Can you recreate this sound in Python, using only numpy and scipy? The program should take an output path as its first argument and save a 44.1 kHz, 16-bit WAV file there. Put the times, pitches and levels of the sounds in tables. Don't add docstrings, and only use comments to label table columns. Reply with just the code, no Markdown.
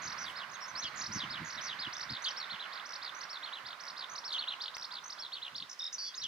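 import sys
import numpy as np
from scipy import signal
from scipy.fft import rfft, irfft, next_fast_len
from scipy.io import wavfile
from scipy.ndimage import uniform_filter1d

SR = 44100
rng = np.random.default_rng(int(sys.argv[2]) if len(sys.argv) > 2 else 0)


def persist_wave(psi):
    counts = np.round(np.clip(psi, -1, 1) * 32767).astype(np.int16)
    wavfile.write(sys.argv[1], SR, np.atleast_2d(counts).T)


N = 276507
TIME = np.arange(N) / SR
OVERTONE_DB = -27

# frequency_hz, correlation
AIR_LIKENESS = [(100, 1), (1000, 0.67), (4000, 0), (8000, 0)]


def lark_song():
    phrases = { "opening": [("zigzag", 0, 1), ("cascade", .157, 1), ("tumble", .338, 1)],
               "refrain": [("stutter", 0, .98), ("ladder", .165, 1), ("lilt", .2995, .99), ("roll", .44, 1),
               ("dip", .574, 1.02), ("dip", .67, .968), ("spikes", .803, 1.005)], "coda": [("vees", 0, 1),
               ("seesaw", .0995, 1), ("vee", .2319, 1)], }
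    # phrase, start_s, time_stretch, first_pitch_factor, last_pitch_factor
    running_order = [("opening", .0165, .999, .958, .993), ("opening", .9566, 1, .998, .992),
                     ("opening", 1.4448, 1.014, .984, .992), ("refrain", 1.9238, .9895, 1.015, .975),
                     ("refrain", 2.849, .998, .988, .982), ("refrain", 3.7942, 1.006, .988, .996),
                     ("refrain", 4.739, 1.004, .965, 1.003), ("coda", 5.6924, 1, 1.015, 1.01)]
    # time_s, gain_db
    swell = [(.08, -.7), (.3, -3.5), (.45, -3.5), (1, 2.8), (1.25, 2.2), (1.5, -3), (1.75, 1.8),
             (1.95, 2.6), (2.4, 1), (2.75, -3.8), (3, .5), (3.2, -2.5), (3.4, -1), (3.75, -3.5), (4.2, .8),
             (4.45, 4.4), (4.65, 4), (4.8, .3), (5.25, -1.2), (5.58, 1.8), (5.75, 0)]
    out = np.zeros(N)
    for phrase, start, stretch, first_pitch, last_pitch in running_order:
        drift = np.linspace(first_pitch, last_pitch, len(phrases[phrase]))
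        for (name, offset, lift), pitch in zip(phrases[phrase], drift):
            add(out, start + stretch * offset, lark_syllable(name, pitch * lift))
    return out * amp(np.interp(TIME, *np.transpose(swell)))


def lark_syllable(name, pitch, drawl=.6, fade_db=-.4, uneven_pitch=.007, uneven_db=.6):
    runs = { "zigzag": [("downstroke", .0135, 3, .0182, 7400, .96, -36),
            ("upstroke", .0703, 3, .0226, 6420, .97, -39)],
            "cascade": [("swoop", .0265, 1, 0, 6170, 1, -40.3),
            ("hook", .0355, 3, .0101, 6320, .995, -39.5), ("hook", .067, 2, .012, 5680, .87, -38.3),
            ("hump", .0962, 3, .0158, 4000, .895, -38.2)], "tumble": [("swoop", .0245, 1, 0, 5130, 1, -39),
            ("hump", .036, 4, .0145, 4520, .875, -39.6)],
            "stutter": [("sweep", .0255, 1, 0, 6600, 1, -42.4), ("flick", .0458, 3, .0148, 6200, 1, -38.3),
            ("upstroke", .0955, 2, .0212, 6150, .935, -39)],
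            "ladder": [("slide", .0218, 1, 0, 5370, 1, -41.5),
            ("peak", .0372, 4, .0146, 5060, .908, -37.8)],
            "lilt": [("lift", .0105, 3, .0195, 6750, 1.035, -42),
            ("upstroke", .0718, 2, .0245, 6300, .945, -39)], "roll": [("arch", .022, 1, 0, 5520, 1, -39.9),
            ("pip", .047, 4, .0131, 4830, .925, -37.4)], "dip": [("swoop", .0287, 1, 0, 4250, 1, -38),
            ("peak", .0412, 3, .0144, 3860, .906, -39.5)], "spikes": [("slide", .02, 1, 0, 5210, 1, -39.5),
            ("spike", .0386, 3, .0206, 4710, .9, -38), ("ledge", .025, 4, .0195, 5520, .89, -49)],
            "vees": [("vee", .0054, 3, .0164, 5030, .98, -40)],
            "seesaw": [("drop", 0, 4, .0238, 5550, .995, -34.5),
            ("purr", .0155, 4, .0238, 3760, .998, -35)], "vee": [("vee", .0054, 1, 0, 5060, 1, -37)], }
    out = np.zeros(SR // 4)
    for shape, turn_s, count, gap, hz, step, db in runs[name]:
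        for k in range(round(count)):
            sharp, loud = rng.standard_normal(2)
            lead_s, sound = lark_note(shape, pitch * hz * step ** k * (1 + uneven_pitch * sharp))
            add(out, turn_s - lead_s, amp(db + fade_db * k + uneven_db * loud) * sound)
            turn_s += gap * step ** (-drawl * k)
    return out


def lark_note(shape, turn_hz):
    shapes = { "swoop": (.027, .003, .59, .66, 1.25, .8), "slide": (.021, .003, .61, .52, -.5, .9),
              "sweep": (.026, .001, .47, 1.02, .9, .45), "arch": (.022, .017, .5, 1, 1, .7),
              "upstroke": (.015, .003, .57, .76, .1, .52), "downstroke": (.011, .0075, .85, .45, .4, .3),
              "hook": (.0042, .0072, .8, .62, 1.4, .36), "hump": (.009, .005, .76, .77, .8, .62),
              "peak": (.0062, .0035, .73, .64, .6, .65), "spike": (.005, .0023, .7, .72, -.95, .78),
              "pip": (.0056, .0016, .88, .98, .4, .22), "flick": (.0032, .001, .81, 1, -.5, .3),
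              "lift": (.011, .001, .88, .97, -1.1, .3), "ledge": (.004, .009, 1.02, .98, 0, .5),
              "drop": (.001, .0078, 1.03, .84, .5, .65), "purr": (.007, .005, .96, .9, .6, .54),
              "vee": (.0054, .0058, 1.43, 1.45, -.85, .8), }
    edgy_starts = {"slide": -12, "arch": -12, "sweep": -17}
    lead_s, after_s, start, end, bow, loudest = shapes[shape]
    t = np.arange(0, lead_s + after_s, 1 / SR)
    toward = np.clip(t / lead_s, 0, 1)
    away = np.clip((t - lead_s) / after_s, 0, 1)
    glide = start + (1 - start) * (toward + bow * toward * (1 - toward)) + (end - 1) * away ** 1.5
    progress = np.interp(t / (lead_s + after_s), [0, np.clip(loudest, .1, .9), 1], [0, .5, 1])
    swell = abs(np.sin(np.pi * progress)) ** .8
    edge_db = edgy_starts.get(shape, OVERTONE_DB)
    octave_db = edge_db + (OVERTONE_DB - edge_db) * toward
    return lead_s, whistle(turn_hz * glide, swell, jitter=.009, shimmer=.14, overtone_db=octave_db)


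def lark_trill():
    # time_s, warbles_per_s, level_db
    course = [(5.98, 101, -38), (6.005, 99, -38.5), (6.05, 95, -39.5), (6.096, 91, -40)]
    # cycle_share, pitch_hz
    warble = [(0, 6060), (.24, 4840), (.8, 4350), (1, 6160)]
    times, rate, db = np.transpose(course)
    t = np.arange(times[0], times[-1], 1 / SR)
    cycle_share = np.cumsum(np.interp(t, times, rate)) / SR % 1
    hz = uniform_filter1d(np.interp(cycle_share, *np.transpose(warble)), size=30)
    loudness = amp(np.interp(t, times, db)) * signal.windows.tukey(len(t), .05)
    out = np.zeros(N)
    add(out, times[0], whistle(hz, loudness, jitter=.0061, shimmer=.11))
    return out


def whistle(hz, loudness, jitter, shimmer, overtone_db=OVERTONE_DB):
    # frequency_hz, gain_db
    beak = [(2500, -3), (3300, 2.5), (5500, 0.5), (6300, -1), (7000, -14), (8000, -42)]
    phase = 2 * np.pi * np.cumsum(hz * (1 + jitter * wander(len(hz), 700))) / SR
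    fundamental = amp(read(beak, hz)) * np.sin(phase)
    octave = amp(overtone_db + read(beak, 2 * hz) / 2) * np.sin(2 * phase)
    return loudness * (fundamental + octave) * np.exp(shimmer * wander(len(hz), 500))


def slurs(rows, jitter, shimmer):
    out = np.zeros(N)
    for start, length, start_hz, middle_hz, end_hz, db in rows:
        progress = np.linspace(0, 1, int(length * SR))
        hz = np.polyval(np.polyfit([0, .5, 1], [start_hz, middle_hz, end_hz], 2), progress)
        loudness = amp(db) * np.sqrt(abs(np.sin(np.pi * progress)))
        add(out, start, whistle(hz, loudness, jitter, shimmer))
    return out


def hoarse_chirps(rasp_hz=165, rasp_depth=.04):
    # offset_s, pitch_hz, level_db
    call = [(0, 3400, -44), (.008, 4620, -35), (.016, 4050, -34), (.022, 3050, -39), (.029, 3560, -32.5),
            (.046, 3150, -34), (.052, 2920, -37), (.066, 3150, -43)]
    # start_s, time_stretch, pitch_factor, effort_db
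    calls = [(.818, 1.1, .955, -5.7), (2.2381, 1, 1.008, -.6), (4.3208, 1, .98, -1.6),
             (6.2134, 1.05, .975, -3.8)]
    offsets, contour, level = np.transpose(call)
    out = np.zeros(N)
    for start, stretch, pitch, effort_db in calls:
        t = np.arange(0, offsets[-1] * stretch, 1 / SR)
        rasp = np.sin(2 * np.pi * np.cumsum(rasp_hz * (1 + .2 * wander(len(t), 100))) / SR)
        hz = pitch * np.interp(t / stretch, offsets, contour) * (1 + rasp_depth * rasp)
        loudness = amp(effort_db + np.interp(t / stretch, offsets, level))
        loudness *= signal.windows.tukey(len(t), .1)
        add(out, start, whistle(hz, loudness, jitter=.027, shimmer=.25, overtone_db=-23))
    return out


def far_bird(sag=.049):
    # start_s, length_s, pitch_hz, level_db
    calls = [(5.151, 0.18, 3394, -57), (6.026, 0.12, 3425, -54.5)]
    out = np.zeros(N)
    for start, length, hz, db in calls:
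        progress = np.linspace(0, 1, int(length * SR))
        loudness = amp(db) * np.sin(np.pi * progress)
        add(out, start, whistle(hz * (1 - sag * progress ** 2), loudness, jitter=.013, shimmer=.39))
    return out


def pasture(call, pan_db, lag_samples, grass_db, grass_t60, slope_db, slope_t60):
    t = np.arange(SR // 2) / SR
    taps = rng.choice([-1., 1.], (2, len(t)))
    taps *= (rng.random((2, len(t))) < 4000 / SR) * (t > .002)
    grass = taps * amp(-60 * t / grass_t60)
    slope = taps[::-1] * amp(-60 * t / slope_t60) * (t > .015)
    tail = amp(grass_db) * grass / np.linalg.norm(grass[0])
    tail += amp(slope_db) * slope / np.linalg.norm(slope[0])
    fractional_delay = np.sinc(np.arange(-16, 17) - lag_samples) * np.hanning(33)
    left = np.convolve(call, fractional_delay, "same") * amp(pan_db / 2)
    right = call * amp(-pan_db / 2)
    return np.array([left, right]) + signal.oaconvolve(call[None], tail, axes=1)[:, :N]


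def birds():
    # start_s, length_s, start_hz, middle_hz, end_hz, level_db
    lark_slurs = [(.513, .011, 6800, 6450, 6100, -47), (.528, .011, 4700, 5500, 6200, -50),
                  (.535, .03, 6150, 6340, 6380, -46.5), (.605, .01, 4700, 5300, 5600, -48),
                  (.615, .042, 5620, 5440, 5200, -42.3), (.654, .009, 5200, 5700, 6450, -46),
                  (.676, .034, 6500, 6080, 5870, -45), (.751, .02, 3750, 4600, 5100, -39),
                  (.767, .05, 5030, 5680, 6700, -37.3), (5.933, .024, 6600, 6100, 5550, -36),
                  (6.141, .014, 3550, 4200, 6200, -42), (6.152, .023, 5900, 6650, 5750, -41.5),
                  (6.174, .02, 5420, 5130, 4600, -37), (6.195, .023, 5200, 5620, 5300, -43)]
    # start_s, length_s, start_hz, middle_hz, end_hz, level_db
    second_slurs = [(.497, .008, 5000, 5600, 6600, -50), (.538, .03, 4500, 3750, 3000, -51),
                    (.832, .017, 6800, 5600, 3400, -39), (.858, .036, 5050, 4500, 3900, -45),
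                    (1.572, .034, 4050, 3500, 2750, -43.5), (1.948, .016, 3250, 3600, 3800, -46),
                    (4.328, .018, 6800, 6000, 5200, -49), (6.232, .015, 6900, 5700, 3300, -37)]
    lark = lark_song() + slurs(lark_slurs, jitter=.011, shimmer=.14) + lark_trill()
    others = hoarse_chirps() + slurs(second_slurs, jitter=.025, shimmer=.21) + far_bird()
    lark = pasture(lark, pan_db=-1.8, lag_samples=1.5,
                   grass_db=-8, grass_t60=.09, slope_db=-14.5, slope_t60=.5)
    others = pasture(others, pan_db=-2, lag_samples=2.4,
                     grass_db=-7.5, grass_t60=.08, slope_db=-15.5, slope_t60=.57)
    return lark + others


def far_rush(flutter_db=1):
    # time_s, body_db, top_db
    course = [(0.0, -48.5, -47), (0.51, -50, -52), (1.59, -50, -47.5), (3.78, -52, -54),
              (4.09, -50.5, -54.5), (5.53, -57.5, -61.5), (5.89, -63.5, -62), (6.15, -62, -60.5)]
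    # frequency_hz, level_db
    body_colour = [(50, -55), (170, -19), (400, -19.5), (600, -9.5), (880, -6), (1030, 1.5), (1250, -0.5),
                   (1600, -4.5), (2500, -44.5)]
    # frequency_hz, level_db
    top_colour = [(200, -64), (900, -35), (1450, -0.5), (1700, -1.5), (2050, -0.5), (2500, -9),
                  (3200, -13.5), (4500, -12.5), (6000, -28), (7500, -41.5)]
    # frequency_hz, left_minus_right_db
    balance = [(200, -3), (500, -4.5), (1100, -9.5), (1600, -16.5), (2200, -8), (3500, -3)]
    # frequency_hz, correlation
    likeness = [(600, 0.96), (1200, 0.73), (6000, 0.23)]
    times, body_db, top_db = np.transpose(course)
    body = amp(np.interp(TIME, times, body_db)) * noise(body_colour, likeness, balance)
    top = amp(np.interp(TIME, times, top_db)) * noise(top_colour, likeness, balance)
    return (body + top) * amp(flutter_db * wander(N, 12.4))


def wind(breeze_gain_db=-4, lumps_db=3, buffet_gain_db=-2):
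    # time_s, relative_level_db
    breeze = [(0.0, -58), (0.68, -67.5), (1.13, -52.5), (1.97, -66), (2.13, -52), (2.18, -72.5),
              (6.16, -78.5), (6.27, -59)]
    # frequency_hz, level_db
    colour = [(22, -45), (55, -8.5), (125, 3.5), (220, 1), (330, -5.5), (700, -45)]
    # peak_s, relative_level_db, length_s
    buffets = [(.08, -55.5, 0.037), (.845, -50.5, 0.019), (1.106, -50, 0.034), (1.165, -41, 0.024),
               (1.244, -49, 0.021), (1.31, -48, 0.018), (1.419, -49, 0.033), (1.876, -46, 0.016),
               (2.113, -47.5, 0.018), (2.54, -61, 0.034), (3.66, -69, .09), (5.55, -68, .06),
               (5.623, -58, 0.045)]
    force = amp(np.interp(TIME, *np.transpose(breeze)) + breeze_gain_db + lumps_db * wander(N, 28))
    force += amp(buffet_gain_db) * bumps(buffets)
    return force * noise(colour, likeness=[(60, .98), (300, .79)])


def treble_hisses():
    # peak_s, level_db, length_s
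    hisses = [(.3, -66, .08), (2.255, -65.5, 0.056), (4.334, -65, 0.05)]
    return bumps(hisses) * noise([(2000, -15), (5000, 0), (9000, 3), (15000, -8)], AIR_LIKENESS)


def snap(start_s=4.7675, level_db=-38, t60=.02):
    colour = [(300, -16), (1000, 2), (3500, 0), (7000, -13), (15000, -21)]  # frequency_hz, level_db
    age = TIME - start_s
    return amp(level_db - 60 * abs(age) / t60) * (age > 0) * noise(colour, AIR_LIKENESS)


def air(hiss_db=-63, whine_db=-92, whine_hz=14385):
    # frequency_hz, level_db
    colour = [(25, -31), (60, -28), (160, -9), (270, -2.5), (420, -1.5), (600, 2), (1500, -16.5), (2600, 3),
              (5500, -0.5), (7500, -10.5), (15500, -17.5)]
    # frequency_hz, left_minus_right_db
    balance = [(500, 0), (8000, -1.6)]
    hiss = amp(hiss_db) * noise(colour, AIR_LIKENESS, balance)
    return hiss + amp(whine_db) * np.sin(2 * np.pi * whine_hz * TIME)


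def noise(colour, likeness, balance=None):
    size = next_fast_len(N)
    hz = np.fft.rfftfreq(size, 1 / SR)
    common, separate = rfft(rng.standard_normal((2, size))) * amp(read(colour, hz))
    correlation = np.clip(read(likeness, hz), -1, 1)
    tilt = amp(read(balance, hz) / 2) if balance else 1
    left = common * tilt
    right = (correlation * common + np.sqrt(1 - correlation ** 2) * separate) / tilt
    pair = irfft(np.array([left, right]) * 2 / (tilt + 1 / tilt), size)[:, :N]
    return pair / pair.mean(0).std()


def wander(count, hz):
    size = next_fast_len(count + 4096)
    lowpass = np.exp(-(np.fft.rfftfreq(size, 1 / SR) / hz) ** 2)
    motion = irfft(rfft(rng.standard_normal(size)) * lowpass, size)
    return motion[:count] / np.sqrt(np.mean(motion ** 2) + 1e-20)


def bumps(rows):
    return sum(amp(db) * np.exp(-(2 * (TIME - peak_s) / length) ** 2) for peak_s, db, length in rows)


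def amp(db):
    return 10 ** (np.asarray(db) / 20)


def read(points, hz):
    frequencies, values = np.transpose(points)
    return np.interp(np.log(np.maximum(hz, 1)), np.log(frequencies), values)


def add(mix, start_s, sound):
    start = round(start_s * SR)
    part = mix[max(start, 0):max(start + len(sound), 0)]
    part += sound[max(-start, 0):][:len(part)]


def scene():
    return birds() + far_rush() + air() + wind() + treble_hisses() + snap()


def record(dry, cutoff_hz=15700):
    lowpass = signal.firwin(511, cutoff_hz, window=("kaiser", 9), fs=SR)
    return signal.oaconvolve(dry, lowpass[None], "same")


dry = scene()
out = record(dry)
persist_wave(out)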